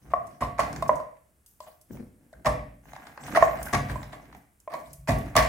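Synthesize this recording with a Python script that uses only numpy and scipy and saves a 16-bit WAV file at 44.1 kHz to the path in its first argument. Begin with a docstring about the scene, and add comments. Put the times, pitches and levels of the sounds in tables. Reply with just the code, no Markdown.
"""Plastic drain fittings worked by hand in a broken-out wall recess, close to a stereo pair of
microphones in a small tiled room. First the hollow fitting knocks and its joints slip and scrape, then
the hands rub quietly, grit ticking under them. A shove at 2.5 s shakes the pipe run into a low boom.
From 3.3 s comes the busiest work, with hard knocks and squeaks of plastic on plastic, and two more
shoves follow after 5 s. The tiles answer the contacts throughout."""
import sys
import numpy as np
from scipy import signal
from scipy.fft import rfft, irfft, next_fast_len
from scipy.io import wavfile
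from scipy.ndimage import uniform_filter1d

SR = 44100
rng = np.random.default_rng(int(sys.argv[2]) if len(sys.argv) > 2 else 0)


def wav_record(signal):
    """Record a signal, one row per channel, as 16-bit PCM in the file named by sys.argv[1]."""
    frames = np.transpose(np.atleast_2d(signal))
    bounded = np.clip(frames, -1, 1)
    # unit amplitude maps onto the largest positive 16-bit level
    quanta = np.round(bounded * 32767).astype(np.int16)
    wavfile.write(sys.argv[1], SR, quanta)


N = 242010
T = np.arange(SR) / SR  # one second, the span of a single event

# Resonances of the rim and of the hand-held open socket. Each row: centre in Hz, width in Hz, gain in dB.
RIM_MODES = [(1400,480,-11), (1910,326,1.5), (2100,222,1.5), (2310,256,-5)]
SOCKET_MODES = [(603,130,2.5), (790,192,6.5), (1103,436,1), (1610,260,1), (2087,434,-5)]
# Spectra of grit, dry skin and the rumbling pipe run. 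Each row: frequency in Hz, gain in dB.
GRIT_SPECTRUM = [(1200,-23), (2400,-6), (3200,0), (4500,0), (6500,-0.5), (9000,-2), (12000,-7.5),
                 (15500,-12.5)]
SKIN_SPECTRUM = [(1500,-33.5), (2800,-1), (4000,-6.5), (5800,2.5), (8500,0), (11000,-1), (14000,1),
                 (16000,-4)]
RUMBLE_SPECTRUM = [(25,-37), (38,-22), (47,-12.5), (62,2), (78,-13), (110,-5.5), (140,1), (170,-6.5),
                   (280,-5), (360,-13.5), (520,-16), (900,-28), (2000,-46)]


def knocks(wall_over_cavity=1.646, rim_db=-19.5):
    """Two hand-damped modes make the fitting's hollow 'tok'; their pitches shift together with the grip."""
    # Each row: start in seconds, dry peak in dB, cavity pitch in Hz, wall and crack trims in dB.
    blows = [(.136,-6.5,671,-7,-41), (.422,-14,659,-4,-32), (.592,-9,657,-5,-29.5),
             (.608,-16.5,681,-7,-14.5), (0.824,-14,654,-7,-17.5), (.893,-2.5,613,-5.5,-44),
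             (1.001,-23,635,0.5,-20), (1.604,-30.5,615,-3,-8), (2.329,-39.5,634,-34.5,-17),
             (2.465,-16,695,5,-40), (3.373,-6.5,676,-15.5,-28), (3.425,0.5,657,-11,-32),
             (3.957,-22.5,617,-2.5,-19), (4.676,-23.5,631,-10.5,-47), (4.742,-21.5,610,-4.5,-24.5),
             (5.092,-15.5,663,-25,-26), (5.355,-10.5,680,-10,-22), (5.365,-4.5,678,3,5)]
    out = np.zeros((2, N))
    for s, db, cavity_hz, wall_db, crack_db in blows:
        cavity = ring(cavity_hz, t60=0.04, attack=0.001)
        wall = amp(wall_db + 7.5) * ring(wall_over_cavity * cavity_hz, t60=0.031, attack=0.0011)
        rim = amp(rim_db) * unit_energy(resonate(snap(t60=0.017), RIM_MODES))
        crack = amp(crack_db - 2.5) * unit_energy(coloured(snap(t60=0.025), GRIT_SPECTRUM))
        blow = cavity - wall + rim + crack
        add(out, s, in_room(amp(db) * unit_peak(blow), wet_db=-3))
    return out


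def click(crack_db):
    """An edge catches and lets go: a short clack of the socket with a sharp crack."""
    crack = brittle(snap(t60=0.011))
    clack = resonate(snap(t60=0.012), SOCKET_MODES)
    return unit_peak(clack) + amp(crack_db) * unit_peak(crack)


def ticks():
    """Plastic edges catch sharply, and the room answers each."""
    # Each row: start in seconds, level in dB, crack against clack in dB.
    catches = [(.585,-22.5,-20.5), (.602,-18.5,-8), (.729,-30,-2.5), (.762,-32.5,0), (1.169,-54,-11),
               (1.971,-42,-15), (2.4695,-17,-7), (2.933,-33,-6), (2.963,-30.5,-11.5), (3.069,-34,-9),
               (3.175,-29.5,-14.5), (3.237,-37.5,-4.5), (3.323,-32,-27), (3.746,-15.5,-7.5), (4.03,-39,1.5),
               (4.128,-39,-12.5), (4.327,-38,-17), (4.348,-38.5,-10.5)]
    out = np.zeros((2, N))
    for s, db, crack_db in catches:
        add(out, s, in_room(amp(db) * click(crack_db), wet_db=-1))
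    return out


def thuds(boom_below_hz=80, build_cycles=1.1, detune=0.0074):
    """The long pipe run takes up each jolt slowly, from a shove, a knock or a shifting grip, and booms on in
    its low modes."""
    # Each row: start in seconds, level of the upper modes in dB, level of the deep boom in dB.
    jolts = [(.135,-50,-75), (0.409,-34,-38.5), (0.589,-39,-46.5), (1.92,-41,-51), (2.458,-29.5,-33),
             (3.399,-39,-39.5), (3.729,-24.5,-41), (3.889,-32,-38.5), (5.085,-21.5,-28), (5.353,-26,-26)]
    # Each row: frequency in Hz, gain in dB, t60 in seconds.
    pipe_modes = [(51,0,.87), (59.8,5.5,0.55), (95.6,-3.5,0.57), (114.5,-7,0.84), (138.6,-1.5,0.64),
                  (177.4,-15,1), (204.6,-14,.88), (240.8,-8.5,0.67), (283.4,-15,0.95)]
    out = np.zeros((2, N))
    for s, upper_db, boom_db in jolts:
        boom = np.zeros(SR)
        for hz, mode_db, t60 in pipe_modes:
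            build = 1 - np.exp(-T * hz / build_cycles)
            phase = 2 * np.pi * (hz * T * (1 + detune * rng.standard_normal()) + rng.random())
            drive_db = boom_db if hz < boom_below_hz else upper_db
            boom += amp(mode_db + drive_db) * build * fade(t60) * np.sin(phase)
        shudder = pipe_rumble(SR) * fade(t60=0.68) * onset(0.0026)
        add(out, s, boom + amp(upper_db - 6) * shudder)
    return out


def slips(judder_db=4, tilt_db_per_octave=0.5):
    """A joint clicks free; a juddering run of tiny slips rings the cavity and the rim, and crackles."""
    # Each row: start, rise and t60 in seconds, level in dB, brightness in dB.
    slides = [(.104,0.012,0.035,-42,-4.5), (.406,.013,0.16,-26.5,-4.5), (.580,.015,0.16,-26,0),
              (1.645,.035,0.077,-47.5,-9.5), (2.447,.017,.17,-19.5,-4), (3.348,.0052,.16,-20,-3),
              (3.728,.002,0.14,-20.5,3), (3.875,.03,.11,-38.5,2), (4.122,.008,0.098,-39.5,0),
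              (4.688,.056,0.14,-34,-4.5), (5.074,.014,0.16,-22,-1), (5.353,.012,0.32,-16.5,1.5)]
    # The fitting's cavity. Each row: centre in Hz, width in Hz, gain in dB.
    hollow_modes = [(502,220,-14), (608,63,2), (664,103,.5), (972,160,-6.5), (1125,82,-4)]
    tilt = lambda hz: amp(tilt_db_per_octave * np.log2(np.maximum(hz, 2500)))
    out = np.zeros((2, N))
    for s, rise, t60, db, bright_db in slides:
        speed = stroke(T, rise, rise, t60)
        force = speed * grains(SR, per_s=4100, spread_db=1.5)
        juddering = force * amp(judder_db * wander(below_hz=220))
        crackle = filtered(coloured(juddering, GRIT_SPECTRUM), tilt)
        rim = amp(-7.5) * unit(resonate(juddering, RIM_MODES))
        hiss = amp(-15) * patchy(crackle, depth_db=3.5)
        hollow = unit(resonate(force, hollow_modes))
        scrape = (hollow + amp(bright_db) * (rim + hiss)) * rms(speed)
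        breakaway = amp(-0.5) * np.exp(-rise / 0.022) * click(bright_db - 12.5)  # softer in slow slips
        add(out, s, in_room(amp(db) * (scrape + breakaway), wet_db=0.05))
    return out


def squeaks(length_s=0.0077, sag=0.21, wobble_rad=0.67):
    """A few cycles of stick-slip, falling in pitch as the plastic surfaces let go."""
    # Each row: start in seconds, relative level in dB, middle pitch in Hz.
    chirps = [(2.335,-48.5,1610), (3.349,-20,1330), (3.359,-19.5,1867), (3.4213,-20.5,1770),
              (3.669,-31,1600), (3.895,-33,1590), (4.029,-42.5,1810)]
    out = np.zeros((2, N))
    for s, db, hz in chirps:
        pitch = hz * (1 + sag * (0.5 - np.minimum(T / length_s, 1)))
        phase = 2 * np.pi * np.cumsum(pitch) / SR + wobble_rad * wander(below_hz=400)
        add(out, s, in_room(amp(db + 2) * swell(length_s) * np.sin(phase), wet_db=-2.5))
    return out


def scuffs(width_hz=4000):
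    """Dry skin skids on dusty plastic in brief, bright crackles."""
    # Each row: start in seconds, relative level in dB, centre in Hz, t60 in seconds.
    skids = [(.267,-56.5,9360,0.065), (.878,-45,7450,0.04), (0.954,-48.5,8020,0.057),
             (1.461,-48.5,10020,0.0273), (1.47,-64,12500,0.438), (1.812,-53.5,11000,0.043),
             (3.628,-26,11580,0.013), (3.654,-41,11500,.08), (4.365,-60.5,13000,0.07),
             (4.6,-52.5,9860,0.027), (4.931,-38,10700,0.027), (5.185,-40.5,11280,0.023)]
    out = np.zeros((2, N))
    for s, db, hz, t60 in skids:
        speed = onset(0.0014) * fade(t60)
        friction = coloured(speed * grains(SR, per_s=4800, spread_db=3), SKIN_SPECTRUM)
        crackle = unit(resonate(friction, [(hz, width_hz, 0)])) * rms(speed)
        add(out, s, in_room(amp(db + 4) * crackle, wet_db=-2.5))
    return out


def strains():
    """Steady force makes the pipe run drone in two low modes."""
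    # Each row: start and length in seconds, level in dB.
    pushes = [(0,0.36,-48), (2.331,0.082,-52.5), (3.55,0.17,-42.5), (4.86,0.26,-48.5)]
    out = np.zeros((2, N))
    for s, length, db in pushes:
        modes = resonate(rng.standard_normal(SR), [(60.9, 8.6, 2.5), (141, 5.5, 9.5)])
        drone = coloured(modes, [(30, -21), (50, 0.5), (160, -6.5), (400, -15)])
        add(out, s, amp(db) * swell(length) * unit(drone)[None])
    return out


def grips():
    """Palms shift their hold with a muffled shuffle."""
    # Each row: start and length in seconds, level in dB.
    shifts = [(1.896,0.153,-41), (2.155,0.17,-61.5), (3.222,0.18,-43)]
    # Each row: frequency in Hz, gain in dB.
    palm_spectrum = [(60,-11), (130,-7.5), (240,3.5), (330,-1.5), (420,-11), (560,-7.5), (900,-27),
                     (2000,-29), (4000,-58.5)]
    out = np.zeros((2, N))
    for s, length, db in shifts:
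        shuffle = coloured(grains(SR, per_s=360, spread_db=6.5), palm_spectrum)
        add(out, s, in_room(amp(db) * swell(length) * unit(shuffle), wet_db=-2))
    return out


def hands(grit_db=-11.5):
    """Palms drag over dusty plastic: a dull rumble, a hollow rub with stray ticks, and a gritty hiss."""
    # Each row: start and length in seconds, relative levels of rumble, rub and hiss in dB.
    drags = [(0,0.33,-50.5,-59,-66), (0.584,.36,-37.5,-44,-65), (1.584,0.103,-70,-62,-57),
             (1.884,0.046,-45,-56,-56), (2.19,0.051,-62,-67.5,-74), (2.326,.08,-52,-64,-77),
             (2.819,0.3,-53,-50.5,-61.5), (3.186,0.23,-44.5,-41,-51), (3.379,0.29,-42,-37,-51),
             (3.82,.22,-50,-48,-55.5), (4.091,.28,-51,-57.5,-69.5), (4.697,0.2,-52.5,-64,-59.5),
             (5.105,0.19,-44,-46.5,-60.5)]
    t = np.arange(N) / SR
    rumble, rub, hiss = sum(np.outer(amp(levels_db), stroke(t - s, 0.053, length, t60=0.42))
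                            for s, length, *levels_db in drags)
    body = unit(resonate(grains(N, per_s=410, spread_db=2), SOCKET_MODES))
    caught = grains(N, per_s=48, spread_db=1)
    grit = unit(resonate(caught, RIM_MODES)) + amp(-11.5) * unit(brittle(caught))
    dust = patchy(coloured(grains(N, per_s=8600, spread_db=2), SKIN_SPECTRUM), depth_db=5.5)
    friction = amp(-5) * rub * (body + amp(grit_db) * grit) + amp(-4) * hiss * dust
    return in_room(friction, wet_db=-2) + amp(-3) * rumble * pipe_rumble(N)


def pipe_rumble(n):
    """The dull stereo noise of the shaken pipe run."""
    return unit(coloured(diffuse(n), RUMBLE_SPECTRUM))


def in_room(x, wet_db):
    """The direct sound, a quick splash off the bricks of the recess, and the answer of the tiled walls."""
    # The room's decay. Each row: frequency in Hz, t60 in seconds.
    decay = [(60,0.66), (300,.45), (650,0.52), (1100,.37), (2400,0.59), (6400,0.34), (15000,0.33)]
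    # Standing waves in the recess. Each row: centre in Hz, width in Hz, gain in dB.
    recess_modes = [(497.3,6.8,2), (617.5,53,-11.5), (710,12,-2.5), (1125,7.7,5)]
    hz, t, spectra = signal.stft(diffuse(SR), SR, nperseg=256)
    spectra = spectra * amp(-60 * t / along(decay, hz)[:, None])
    tail = signal.istft(spectra, SR, nperseg=256)[1][:, :SR] * onset(0.00089)
    standing = lambda f: 1 + sum(amp(db) * 1j * f * w / (c * c - f * f + 1j * f * w)
                                 for c, w, db in recess_modes)
    answer = signal.fftconvolve(x[None], filtered(tail, standing), axes=1)[:, :len(x)]
    # close bricks on either side pull the two microphones apart in the upper middle
    brick_spectrum = [(400, -10), (1000, -10), (2000, 0), (4000, 6.5), (7000, -1), (14000, -10.5)]
    splash = coloured(unit_energy(snap(t60=0.03)), brick_spectrum)
    side = amp(-2) * signal.fftconvolve(x, splash)[:len(x)]
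    return (np.array([x + side, x - side]) + amp(wet_db) * unit(answer) * np.std(x)) * amp(-1.5)


def room_tone(level_db=-66.5):
    """The still air of the room, faint and steady."""
    # Each row: frequency in Hz, gain in dB.
    air_spectrum = [(25,-14), (60,6), (130,-5), (400,-14), (650,-18.5), (1500,-18.5), (4000,-31),
                    (6500,-27.5), (8500,-21.5), (11500,-23.5), (16000,-28.5)]
    return amp(level_db) * unit(coloured(diffuse(N), air_spectrum))


def diffuse(n):
    """Stereo noise as two close microphones hear a room: alike in the bass."""
    # Each row: frequency in Hz, left-right correlation.
    likeness = [(60,0.76), (300,0.96), (650,0.22), (1100,-.049), (2000,-0.046), (4000,0.72), (8000,0.65),
                (14000,0.77)]
    angle = lambda hz: np.arccos(np.clip(along(likeness, hz), -1, 1)) / 2
    shares = lambda hz: np.array([np.cos(angle(hz)), np.sin(angle(hz))])
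    mid, side = filtered(rng.standard_normal((2, n)), shares)
    return np.array([mid + side, mid - side])


def grains(n, per_s, spread_db):
    """Micro-slips: random impulses of uneven size."""
    impulses = (rng.random(n) < per_s / SR) * rng.standard_normal(n)
    return unit(impulses * amp(spread_db * rng.standard_normal(n)))


def ring(hz, t60, attack):
    """One damped mode of energy 1."""
    return unit_energy(np.sin(2 * np.pi * hz * T) * fade(t60) * onset(attack))


def snap(t60):
    """The brief noisy force of a hard contact."""
    return rng.standard_normal(SR) * fade(t60)


def brittle(x, centre_hz=7000, width_hz=1500, ring_db=6):
    """Grit colour plus the ring of one small edge, its pitch drawn anew at each call."""
    hz = centre_hz * np.exp(0.06 * rng.standard_normal())
    grit = coloured(x, GRIT_SPECTRUM)
    return grit + amp(ring_db) * resonate(grit, [(hz, width_hz, 0)])


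def patchy(x, depth_db):
    """The contact patch keeps changing, so the colour of a scrape shifts from moment to moment."""
    spectra = signal.stft(x, nperseg=256)[2]
    patches = uniform_filter1d(rng.standard_normal(spectra.shape), size=11, axis=0)
    patches = unit(uniform_filter1d(patches, size=9, axis=1))
    return unit(signal.istft(spectra * amp(depth_db * patches), nperseg=256)[1][:len(x)])


def wander(below_hz):
    """One second of low-passed noise at rms 1."""
    return unit(filtered(rng.standard_normal(SR), lambda hz: hz < below_hz))


def stroke(t, rise, length, t60):
    """Speed of a movement: it rises, holds until length, and dies away."""
    return np.clip(t / rise, 0, 1) * amp(-60 * np.maximum(t - length, 0) / t60)


def onset(attack_s):
    """One second of exponential rise towards 1."""
    return 1 - np.exp(-T / attack_s)


def fade(t60):
    """One second of decay, falling 60 dB in t60 seconds."""
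    return amp(-60 * T / t60)


def swell(length):
    """One second holding a single smooth rise and fall."""
    return np.sin(np.pi * np.clip(T / length, 0, 1))


def resonate(x, modes):
    """x through (centre Hz, width Hz, dB) resonances of alternating sign."""
    return filtered(x, lambda f: sum(
        (-1) ** k * amp(db) * c * w / (c * c - f * f + 1j * f * w) * f / (f + c)
        for k, (c, w, db) in enumerate(modes)))


def coloured(x, spectrum):
    """x shaped by (Hz, dB) points."""
    return filtered(x, lambda hz: amp(along(spectrum, hz)))


def filtered(x, response):
    """x through a frequency response."""
    n = x.shape[-1]
    padded = next_fast_len(n + SR // 4)
    return irfft(rfft(x, padded) * response(np.fft.rfftfreq(padded, 1 / SR)), padded)[..., :n]


def along(points, hz):
    """(Hz, value) points joined on a log axis."""
    freqs, values = np.transpose(points)
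    return np.interp(np.log(hz + 1), np.log(freqs + 1), values)


def amp(db):
    """Decibels to gain."""
    return 10 ** (np.asarray(db) / 20)


def rms(x):
    """Root mean square."""
    return np.sqrt(np.mean(x ** 2) + 1e-20)


def unit(x):
    """Scaled to rms 1."""
    return x / rms(x)


def unit_energy(x):
    """Scaled to energy 1 per channel."""
    return unit(x) / np.sqrt(x.shape[-1])


def unit_peak(x):
    """Scaled to peak 1."""
    return x / np.abs(x).max()


def add(out, s, x):
    """Mix x into out from s seconds on."""
    start = round(s * SR)
    out[:, start:start + x.shape[-1]] += x[:, :N - start]


def scene():
    """All contacts over the room tone; the knocks sit a little nearer the right microphone."""
    blows = knocks() * amp([[-0.4], [0.4]]) + ticks() + thuds()
    rubbing = slips() + squeaks() + scuffs() + strains() + grips() + hands()
    return blows + rubbing + room_tone()


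def record(dry):
    """The treble ends sharply at 15950 Hz."""
    return filtered(dry, lambda hz: hz < 15950)


dry = scene()
out = record(dry)
wav_record(out)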